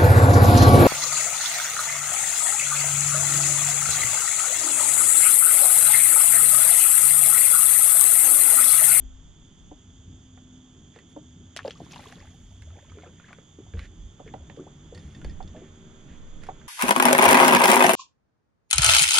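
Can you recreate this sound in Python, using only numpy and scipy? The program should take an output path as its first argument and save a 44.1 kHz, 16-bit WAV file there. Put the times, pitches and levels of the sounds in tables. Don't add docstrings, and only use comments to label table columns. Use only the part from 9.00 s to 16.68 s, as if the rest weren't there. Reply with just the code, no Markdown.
import sys
import numpy as np
from scipy import signal
from scipy.fft import rfft, irfft, next_fast_len
from scipy.io import wavfile
from scipy.ndimage import map_coordinates

SR = 44100
rng = np.random.default_rng(int(sys.argv[2]) if len(sys.argv) > 2 else 0)


def unload_audio(sound):
    columns = np.transpose(np.atleast_2d(sound))
    steps = np.round(np.clip(columns, -1, 1) * 32767)
    wavfile.write(sys.argv[1], SR, steps.astype(np.int16))


N = 338688
T = np.arange(N) / SR


def amp(db):
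    return np.exp(np.asarray(db) * np.log(10) / 20)


def unit(x):
    return x / np.sqrt(np.mean(x ** 2) + 1e-20)


def along(points, hz):
    pitch_hz, value = np.transpose(points)
    return np.interp(np.log(hz + 1), np.log(pitch_hz + 1), value)


def curves(rows):
    time_s, *columns = np.transpose(rows)
    return [np.interp(T, time_s, column) for column in columns]


def wobble(rate):
    points = rng.standard_normal(int(N * rate / SR) + 4)
    coarse_time = T[::32]
    return np.interp(T, coarse_time, map_coordinates(points, [coarse_time * rate]))


def filtered(x, response):
    size = next_fast_len(N + SR // 2)
    return irfft(rfft(x, size) * response(np.fft.rfftfreq(size, 1 / SR)), size)[..., :N]


def coloured(x, spectrum):
    lowest_hz, highest_hz = .7 * spectrum[0][0], 1.3 * spectrum[-1][0]
    inside = lambda hz: (hz > lowest_hz) & (hz < highest_hz)
    return unit(filtered(x, lambda hz: amp(along(spectrum, hz)) * inside(hz)))


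def band(x, lo_hz, hi_hz):
    sos = signal.butter(3, [lo_hz, min(hi_hz, 18000)], "band", fs=SR, output="sos")
    return unit(signal.sosfilt(sos, x))


def pair(alike):
    a, b = rng.standard_normal((2, N))
    turn = np.arccos(np.clip(alike, -1, 1)) / 2
    shared, different = np.cos(turn) * a, np.sin(turn) * b
    return np.array([shared + different, shared - different])


def panned(x, pan_db):
    return np.array([x * amp(pan_db / 2), x * amp(-pan_db / 2)])


def add(out, start_s, sound):
    part = out[:, round(start_s * SR):][:, :sound.shape[1]]
    part += sound[:, :part.shape[1]]


def bubble(t, hz, t60, rise, attack):
    tone = np.sin(2 * np.pi * hz * t * (1 + rise * t / t60))
    return tone * amp(-60 * t / t60) * (1 - np.exp(-t / attack))


def drops(count, size, hz, spread, cycles, rise, size_db):
    start, t = rng.random((count, 1)), np.arange(size) / SR
    pitch = np.clip(hz * np.exp(spread * rng.standard_normal((count, 1))), 400, 14000)
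    loudness = amp(size_db * np.minimum(rng.exponential(size=(count, 1)), 3))
    grain = loudness * bubble(t, pitch, cycles / pitch, rise, 1.2 / pitch)
    grain = grain * np.cos(np.pi / 2 * t / t[-1])
    where = (start * N).astype(int) + np.arange(size)
    return unit(np.bincount(where.ravel(), grain.ravel(), N)[:N])


def swells(start, rise, hold, fall, *levels_db):
    late = T - start[:, None]
    before, after = -late / np.c_[rise], (late - np.c_[hold]) / np.c_[fall]
    shape = amp(-20 * np.maximum(np.maximum(before, after), 0))
    return amp(levels_db) @ shape


# start_s, level_db, pitch_hz, edge_db (bright edge), pan_db (+ is left)
CONTACTS = [(1.3753, -51.5, 1370, -32, -11), (1.9608, -44, 1240, -25, -7), (1.9883, -43, 1900, -18, -4),
            (2.564, -24, 1900, -10, 2.5), (2.5714, -28.5, 3150, -5.5, -1), (2.5764, -32, 2340, -21, -2),
            (2.591, -23.5, 1740, -40, 3), (2.6024, -36.5, 1120, -35, 9), (2.6787, -35, 1640, -21, 5),
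            (2.7075, -28.5, 3220, -26, 2), (2.7736, -50, 3470, -21, 4), (2.847, -52, 3560, -14, 0),
            (2.9097, -46, 3150, -30, 1), (2.9331, -39, 2970, -29, 4), (2.9594, -40, 2770, -9, 0.5),
            (2.993, -49, 1270, -14, 13), (3.005, -43, 2320, -26, 3), (3.0339, -51, 2520, -26, 7),
            (3.0843, -43, 3590, -25, 2), (3.1242, -41, 1850, -10, -2), (3.6211, -45.5, 2080, -10, -6),
            (3.7044, -48, 1240, -29.5, -3), (3.919, -46, 1230, -27, -5), (3.9857, -43, 1280, -33, -6),
            (3.897, -50, 2210, -35, -8), (4.0217, -44, 2120, -37, -1), (4.1983, -43.5, 1390, -35, -5),
            (4.2836, -47, 1250, -23, 10), (4.3295, -34, 1430, -23, 2.5), (4.3853, -45.5, 1220, -35, -11),
            (4.736, -39, 1590, -38, -4), (4.752, -50, 1500, -38, -3), (4.771, -43, 1500, -40, -5),
            (4.7925, -31, 2130, -21, -3), (5.2608, -47, 1750, -31, -1), (5.2773, -42.5, 2120, -30, -2),
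            (5.3382, -44.5, 1900, -22, -9), (5.4983, -37, 1790, -40, -9), (5.5632, -51, 3180, -27, -7),
            (5.9483, -45, 4340, -11, -1), (5.9757, -43, 1780, -14, -2.5), (6.1488, -49, 3400, -33, -2),
            (6.2157, -38, 1370, -21, -2), (6.2456, -31.5, 1660, -16, -3.5), (6.4264, -53, 4280, -28, -1),
            (6.4761, -47.5, 3520, -40, -2), (6.563, -44.5, 1700, -31, -1), (7.436, -43, 1400, -14, -16),
            (7.4673, -43, 1460, -13, -1), (7.613, -43, 1570, -40, -4)]
TICK_T60_S = 0.02
LONGER_DB, LOUD_DB = 0.26, -26.5


def ticks():
    out, t = np.zeros((2, N)), np.arange(SR // 16) / SR
    for start_s, level_db, hz, edge_db, pan_db in CONTACTS:
        t60 = TICK_T60_S * amp(LONGER_DB * max(LOUD_DB - level_db, 0))
        burst = rng.standard_normal((3, len(t)))
        fast, slow = amp(-120 * t / t60), amp(-30 * t / t60)
        ring = bubble(t, hz, t60, 0.099, 0.00023)
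        crack = band(burst[0], 0.36 * hz, 1.66 * hz) * (fast + 0.33 * slow)
        edge = band(burst[1] + 2.7 * burst[1:], 4500, 9600) * (fast + 0.1 * slow)
        edge = amp(edge_db) * edge * amp([[-1.5], [1.5]])
        add(out, start_s, panned(amp(level_db), pan_db)[:, None] * (0.42 * ring + 0.33 * crack + edge))
    return out


# start_s, level_db, pitch_hz, t60_s (time to fade 60 dB), pan_db (+ is left)
AIR_POCKETS = [(1.962, -48.5, 462, 0.12, -4), (2.564, -34, 620, 0.02, 3), (2.6495, -24.5, 547, 0.052, 3),
               (2.657, -29.5, 521, 0.05, 2), (2.68, -26, 473, 0.03, 1), (2.803, -38, 675, 0.034, 2),
               (2.817, -36.5, 308, 0.038, -1.0), (2.935, -48.5, 780, 0.06, -1), (2.96, -39, 920, 0.038, 6),
               (2.993, -40, 770, 0.025, 6), (3.772, -45, 480, 0.043, 4), (3.972, -43, 396, 0.11, 2.5),
               (4.034, -46.5, 692, 0.08, 4), (4.063, -47, 468, 0.11, -2), (4.305, -52, 704, 0.054, -3),
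               (4.384, -47, 450, 0.038, -6), (4.587, -38.5, 362, 0.082, -3.5),
               (4.665, -52.5, 710, 0.033, -3), (4.74, -44.5, 454, 0.19, -2.5), (5.263, -44, 430, 0.1, -2),
               (5.573, -41.5, 452, 0.074, -7), (5.596, -36, 357.5, 0.12, 1.0), (5.669, -44, 376, 0.064, -3),
               (5.924, -44, 469, 0.18, -1.5), (6.248, -34.5, 463, 0.023, -1.5),
               (6.547, -45, 617, 0.19, -1.5), (6.569, -45, 377, 0.11, 0), (6.619, -40.5, 359, 0.1, -3)]


def glugs():
    out, t = np.zeros((2, N)), np.arange(SR // 8) / SR
    chances = rng.standard_normal((len(AIR_POCKETS), 2))
    for (start_s, level_db, hz, t60, pan_db), chance in zip(AIR_POCKETS, chances):
        main = 1.27 * bubble(t, hz, t60, 0.13, 0.00066)
        lower = 1.27 * bubble(t, hz * (.76 + 0.035 * chance[0]), t60, 0.17, 0.014)
        upper = 0.42 * bubble(t, hz * (1.1 + 0.035 * chance[1]), 0.82 * t60, 0.12, 0.0015)
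        slap = band(rng.standard_normal(len(t)), 180, 1.43 * hz)
        slap = slap * amp(-60 * t / (1.95 * t60)) * (1 - np.exp(-t / 0.00048))
        add(out, start_s, panned(amp(level_db) * (main + lower + upper + 0.29 * slap), pan_db))
    return out


# start_s, level_db, start_pitch_hz, t60_s, pitch_rise (share of the start pitch)
RISING_BUBBLES = [(2.755, -46, 1090, 0.045, 0.32), (3.2, -47, 1610, 0.065, 1.2),
                  (3.78, -46, 640, 0.066, 1.2), (4.241, -45.5, 1450, 0.053, 0.93),
                  (5.286, -43.5, 1430, 0.035, 1.6), (5.589, -47, 1050, 0.067, 0.8),
                  (5.666, -40, 550, 0.056, 2.16)]


def rising_bubbles():
    out, t = np.zeros((2, N)), np.arange(SR // 8) / SR
    for start_s, level_db, hz, t60, rise in RISING_BUBBLES:
        fade = np.cos(np.pi / 2 * np.minimum(2 * t / t60, 1))
        add(out, start_s, panned(amp(level_db) * bubble(t, hz, t60, rise, 0.0025) * fade, 2.8))
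    return out


# peak_s, rise_s and fall_s (per 20 dB), drops_db, mist_db
SHOWERS = [(2.565, 0.0069, 0.036, -54, -57), (2.68, 0.064, 0.031, -48.5, -55),
           (2.85, 0.31, 0.094, -59, -63.5), (2.915, 0.023, 0.18, -50, -53.5), (3.03, 0.12, 0.14, -65, -59),
           (3.095, 0.18, 0.23, -57.5, -59.5), (3.27, 0.09, 3.1, -80, -70)]
# pitch_hz, level_db (relative)
FINE_TONE = [(3000, -23), (5000, -17), (8000, -25), (10500, -16.5), (12000, -45), (14500, -19)]


def spray():
    peak_s, rise, fall, *levels_db = np.transpose(SHOWERS)
    heavy, light = swells(peak_s, rise, 0, fall, *levels_db)
    crackle = drops(count=3200, size=250, hz=2940, spread=0.48, cycles=17, rise=0.33, size_db=7)
    wet = 0.74 * crackle + 0.28 * band(pair(0.96), 2300, 4400)
    fine = np.array([drops(count=3000, size=60, hz=8700, spread=0.36, cycles=8.3, rise=0.13, size_db=4)
                     for port in "LR"])
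    mist = 0.35 * fine + 0.41 * coloured(pair(.2), FINE_TONE)
    return heavy * wet + light * mist * amp([[-2.5], [2.5]])


# peak_s, rise_s and fall_s (per 20 dB), big_bubbles_db, small_bubbles_db
STIRS = [(3.02, 0.25, 0.55, -62, -63.5), (3.26, .3, 0.048, -61, -72), (3.8, 0.26, 0.062, -61.5, -74),
         (4.066, 0.42, 0.05, -62, -65), (4.3, 0.19, 0.12, -88, -59.5), (5.196, 0.0089, 0.073, -63, -93),
         (5.32, 0.046, 0.52, -67, -74)]
# pitch_hz, level_db (relative)
COARSE_TONE = [(500, -1), (1000, -11.5), (1800, 8), (3000, -1.5), (5000, -13), (7000, -25)]


def gurgle():
    peak_s, rise, fall, *levels_db = np.transpose(STIRS)
    deep, light = swells(peak_s, rise, 0, fall, *levels_db)
    big = drops(count=450, size=1300, hz=704, spread=0.3, cycles=33, rise=0.27, size_db=4)
    small = drops(count=2200, size=500, hz=1790, spread=0.306, cycles=27, rise=0.37, size_db=4.5)
    small = small + 0.76 * coloured(pair(0.47), COARSE_TONE)
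    return (deep * big + light * small) * amp([[.8], [-.8]])


# start_s, level_db, pitch_hz, t60_s
FLOOR_THUDS = [(2.797, -39, 163, 0.11), (4.738, -25, 81.9, 0.29), (4.768, -25.5, 56.5, 0.2),
               (5.389, -41, 68, 0.39), (5.951, -35, 92, 0.21), (6.044, -32, 70, 0.19),
               (6.247, -26.5, 54, 0.26), (6.29, -35.5, 81.6, 0.28), (6.439, -35.5, 76.3, 0.27),
               (6.499, -27.5, 73, 0.091), (7.104, -35.5, 62, 0.14)]


def thuds():
    out, t = np.zeros((2, N)), np.arange(SR // 2) / SR
    for start_s, level_db, hz, t60 in FLOOR_THUDS:
        push = bubble(t, hz, t60, -0.05, 0.0047)
        panel = 0.3 * bubble(t, 2.3 * hz, 0.56 * t60, 0, 0.0062)
        add(out, start_s, panned(amp(level_db) * (push + panel), 0))
    return out


# start_s (of the hold), hold_s, fall_s (per 20 dB), drag_db, fine_grit_db
DRAGS = [(1.956, 0.0089, 0.08, -63, -86), (2.1, .03, .02, -80, -74), (4.788, 0.073, .02, -56.5, -74),
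         (5.962, 0.22, .1, -69.5, -73), (6.268, .01, 0.19, -64, -76), (6.566, 0.12, .02, -68, -100),
         (7.092, 0.069, .02, -64, -89), (7.43, 0.047, .035, -60.5, -70)]
SCRAPE_RISE_S = 0.035


def scrapes():
    start_s, hold, fall, *levels_db = np.transpose(DRAGS)
    drag, grit = swells(start_s, SCRAPE_RISE_S, hold, fall, *levels_db)
    grains = pair(1.0) * amp(1.3 * wobble(300))
    return (drag * coloured(grains, COARSE_TONE) + grit * coloured(grains, FINE_TONE)) * amp([[-1.5], [1.5]])


# start_s, level_db, tilt_db (per octave; + is brighter)
TOUCHES = [(5.9489, -65, -3), (5.9768, -57, 4), (5.9944, -64, 8), (6.1479, -54.5, -1), (6.2457, -56, 7),
           (6.2961, -57, -1), (6.3076, -62, 10), (6.4263, -60, 4), (6.4844, -65, 4)]
# pitch_hz, level_db, t60_s
TACKLE_TONES = [(1840, 2.5, 0.069), (2570, -20, .04), (3570, 3, 0.05), (4530, -1, 0.034), (5050, -7, 0.057),
                (5100, -11, 0.041)]


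def clinks():
    out, t = np.zeros((2, N)), np.arange(SR // 8) / SR
    chances = rng.standard_normal((len(TOUCHES), len(TACKLE_TONES)))
    for (start_s, level_db, tilt_db), chance in zip(TOUCHES, chances):
        ring = 0
        for (hz, tone_db, t60), c in zip(TACKLE_TONES, chance):
            strength = amp(tone_db + 4.9 * c + tilt_db * np.log2(hz / 4500))
            ring = ring + strength * bubble(t, hz, t60, 0, 0.00044)
        add(out, start_s, panned(amp(level_db) * ring, -1.0))
    return out


# start_s, level_db, best_pitch_hz (the pitch driven most)
RIPPLE_SLAPS = [(0.714, -39, 526), (1.374, -52.5, 700), (2.164, -36.5, 550), (5.2, -40, 626),
                (5.339, -33.5, 584), (5.498, -48.5, 530), (6.404, -37, 790), (7.488, -29, 840)]
# pitch_hz, level_db, t60_s
HULL_TONES = [(290, 13, 0.1), (477, 4, 0.042), (537, 1, 0.049), (623, -7, 0.098), (758, 8.5, 0.039),
              (875, 2, 0.03), (1100, -11, 0.042), (1280, -8, .03)]
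REACH_DB, KNOCK_PAN_DB = 17.5, -11.5


def knocks():
    out, t = np.zeros((2, N)), np.arange(SR // 8) / SR
    chances = rng.standard_normal((len(RIPPLE_SLAPS), len(HULL_TONES)))
    for (start_s, level_db, best_hz), chance in zip(RIPPLE_SLAPS, chances):
        ring = 0
        for (hz, tone_db, t60), c in zip(HULL_TONES, chance):
            strength = amp(tone_db + 2.7 * c - REACH_DB * np.log2(hz / best_hz) ** 2)
            ring = ring + strength * bubble(t, hz * (1 + .02 * c), t60, 0, 0.0019)
        slap = band(rng.standard_normal(len(t)), 130, 1.65 * best_hz)
        slap = slap * amp(-60 * t / 0.069) * (1 - np.exp(-t / 0.0016))
        add(out, start_s, panned(amp(level_db) * (0.67 * ring + 0.24 * slap), KNOCK_PAN_DB))
    return out


def ports(left, right):
    lift = lambda hz: 1.5 * (1j * hz / 450) ** 2 / (1 + 1j * hz / 450) ** 2
    wide = filtered((left - right) / 2, lift)
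    return (left + right) / 2 + np.array([wide, -wide])


# delay_s, level_db
HULL_ECHOES = [(.0035, -20.5), (.007, -14.5), (.016, -15.5), (0.026, -22.5)]


def hull_echoes(near):
    echo = lambda hz: 1 + sum(amp(db) * np.exp(-2j * np.pi * hz * delay_s) for delay_s, db in HULL_ECHOES)
    return filtered(near, echo)


# time_s, boom_db, lapping_db
SWELL_LEVEL = [(0.0, -60, -55.5), (0.58, -62, -58.5), (1.09, -50.5, -56), (1.77, -63.5, -56.5),
               (2.27, -52.5, -55), (2.97, -56, -52), (3.31, -55.5, -54), (3.57, -46, -57.5),
               (4.45, -63.5, -56.5), (4.88, -52, -52.5), (5.24, -57.5, -54), (5.41, -55.5, -52.5),
               (5.88, -61, -52), (6.18, -54, -49.5), (6.91, -59.5, -53), (7.68, -54, -53)]
# pitch_hz, level_db (relative)
BOOM_TONE = [(32, -23), (55, -6.5), (89, 6), (101, 0), (124, -13), (135, -17), (180, -55), (300, -120)]
# pitch_hz, level_db (relative)
LAPPING_TONE = [(74, -11), (125, -0.5), (157, 3.5), (204, -2.5), (308, -7.5), (348, -10), (457, -17.5),
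                (490, -33.5), (800, -26), (1040, -71), (1760, -120)]


def lapping():
    boom_db, lap_db = curves(SWELL_LEVEL)
    boom = amp(boom_db + 2.65 * wobble(13)) * coloured(pair(1.0), BOOM_TONE)
    laps = amp(lap_db + 2.64 * wobble(12)) * coloured(pair(0.95), LAPPING_TONE)
    return boom + laps


# time_s, level_db
ROCKING_LEVEL = [(0.0, -53), (0.7, -62), (0.85, -77), (6.14, -68), (6.27, -40), (6.46, -42.5), (6.54, -65),
                 (7.42, -41), (7.68, -61)]
# pitch_hz, level_db (relative)
HEAVE_TONE = [(8, -9.5), (14, 0), (20, 2), (26, -24)]


def rocking():
    level_db, = curves(ROCKING_LEVEL)
    return amp(level_db) * coloured(pair(.4), HEAVE_TONE) * amp([[-3], [3]])


# time_s, level_db
BREEZE_LEVEL = [(0.0, -42.5), (0.3, -59), (0.58, -61.5), (0.72, -54), (0.9, -72), (1.45, -62), (2.01, -75),
                (3.44, -59), (4.3, -78), (4.79, -54), (5.71, -64), (6.3, -51.5), (6.8, -67), (7.68, -58)]
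# pitch_hz, level_db (relative)
BUFFET_TONE = [(22, -37), (33, -5), (42, -4.5), (58, -3.5), (75, -23)]
VEER_DB = (5, -6)


def breeze():
    level_db, = curves(BREEZE_LEVEL)
    gusts = panned(amp(level_db + 4.2 * wobble(9.7)), np.linspace(*VEER_DB, N))
    return gusts * coloured(pair(0.97), BUFFET_TONE)


# time_s, level_db
ENGINE_LEVEL = [(0, -88), (5, -69.5), (6.8, -59.5), (7.68, -57.5)]
# multiple (of the base pitch), level_db
ENGINE_TONES = [(2, -10), (3, -1.5), (4, -7), (5, -4.5), (6, -8), (7, -10.5), (8, -12)]
ENGINE_BASE_HZ, FLUTTER_DB = 76.8, 2.5


def engine():
    level_db, = curves(ENGINE_LEVEL)
    turns = 2 * np.pi * np.cumsum(ENGINE_BASE_HZ + 0.28 * wobble(3)) / SR
    drone = 0
    for multiple, tone_db in ENGINE_TONES:
        drone = drone + amp(tone_db + FLUTTER_DB * wobble(3.6)) * np.sin(multiple * turns)
    return amp(level_db) * drone


# time_s, level_db
HUM_LEVEL = [(0.0, -52.5), (0.35, -67.5), (0.95, -57.5), (1.6, -52.5), (2.0, -66.5), (2.17, -54.5),
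             (3.6, -61), (3.7, -84)]
HUM_START_HZ, HUM_SAG_HZ_PER_S = 258, 2.4


def hum():
    level_db, = curves(HUM_LEVEL)
    hz = HUM_START_HZ - HUM_SAG_HZ_PER_S * T + 2.14 * wobble(8)
    return amp(level_db + 0.64 * wobble(2.6)) * np.sin(2 * np.pi * np.cumsum(hz) / SR)


# pitch_hz, level_db (relative)
CHORUS_TONE = [(1530, -61), (2600, -17), (3000, -4), (3120, -1), (3370, 3), (3600, 0.5), (3840, -24),
               (4290, -24), (4740, -14), (5500, -16), (6300, 0), (6930, 3.5), (7380, -7), (7850, -14.5),
               (8200, -18), (10700, -26.5), (18000, -120)]
# pitch_hz, phase_radians
CHORUS_LEAD = [(3000, 0.78), (4200, 0.22), (5200, 1.46), (7500, 1.64)]
# time_s, level_db
HISS_LEVEL = [(0.0, -67.5), (2.41, -68), (2.99, -61), (3.36, -69.5), (7.68, -60)]
# pitch_hz, level_db (relative)
HISS_TONE = [(400, 3), (700, 3), (1450, 0.5), (2500, -6), (4200, -14.5), (8000, -31), (11000, -22),
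             (11600, -46), (15500, -12.5)]
CHORUS_DB = -63


def shore():
    hiss_db, = curves(HISS_LEVEL)
    sides = np.array([[-1], [1]])
    chorus = coloured(pair(1.0), CHORUS_TONE)
    chorus = filtered(chorus, lambda hz: np.exp(.5j * along(CHORUS_LEAD, hz) * sides))
    chorus = amp(CHORUS_DB + 0.46 * wobble(25)) * chorus * amp(3.2 * sides)
    hiss = amp(hiss_db) * coloured(pair(0.021), HISS_TONE) * amp(2.1 * sides)
    return chorus + hiss


def scene():
    near = ports(*(ticks() + glugs() + rising_bubbles() + knocks() + clinks()))
    splash = hull_echoes(near) + spray() + gurgle()
    feet = thuds() + scrapes()
    water_and_wind = lapping() + rocking() + breeze()
    return splash + feet + water_and_wind + engine() + hum() + shore()


# pitch_hz, level_db
MIC_TONE = [(18, 1), (30, 4), (44, 0.5), (5000, 2), (9000, -3), (11000, -3), (13000, -2.5), (15500, -27)]
TOP_HZ = 15600


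def record(dry):
    return filtered(dry, lambda hz: amp(along(MIC_TONE, hz)) * (hz < TOP_HZ))


dry = scene()
out = record(dry)
unload_audio(out)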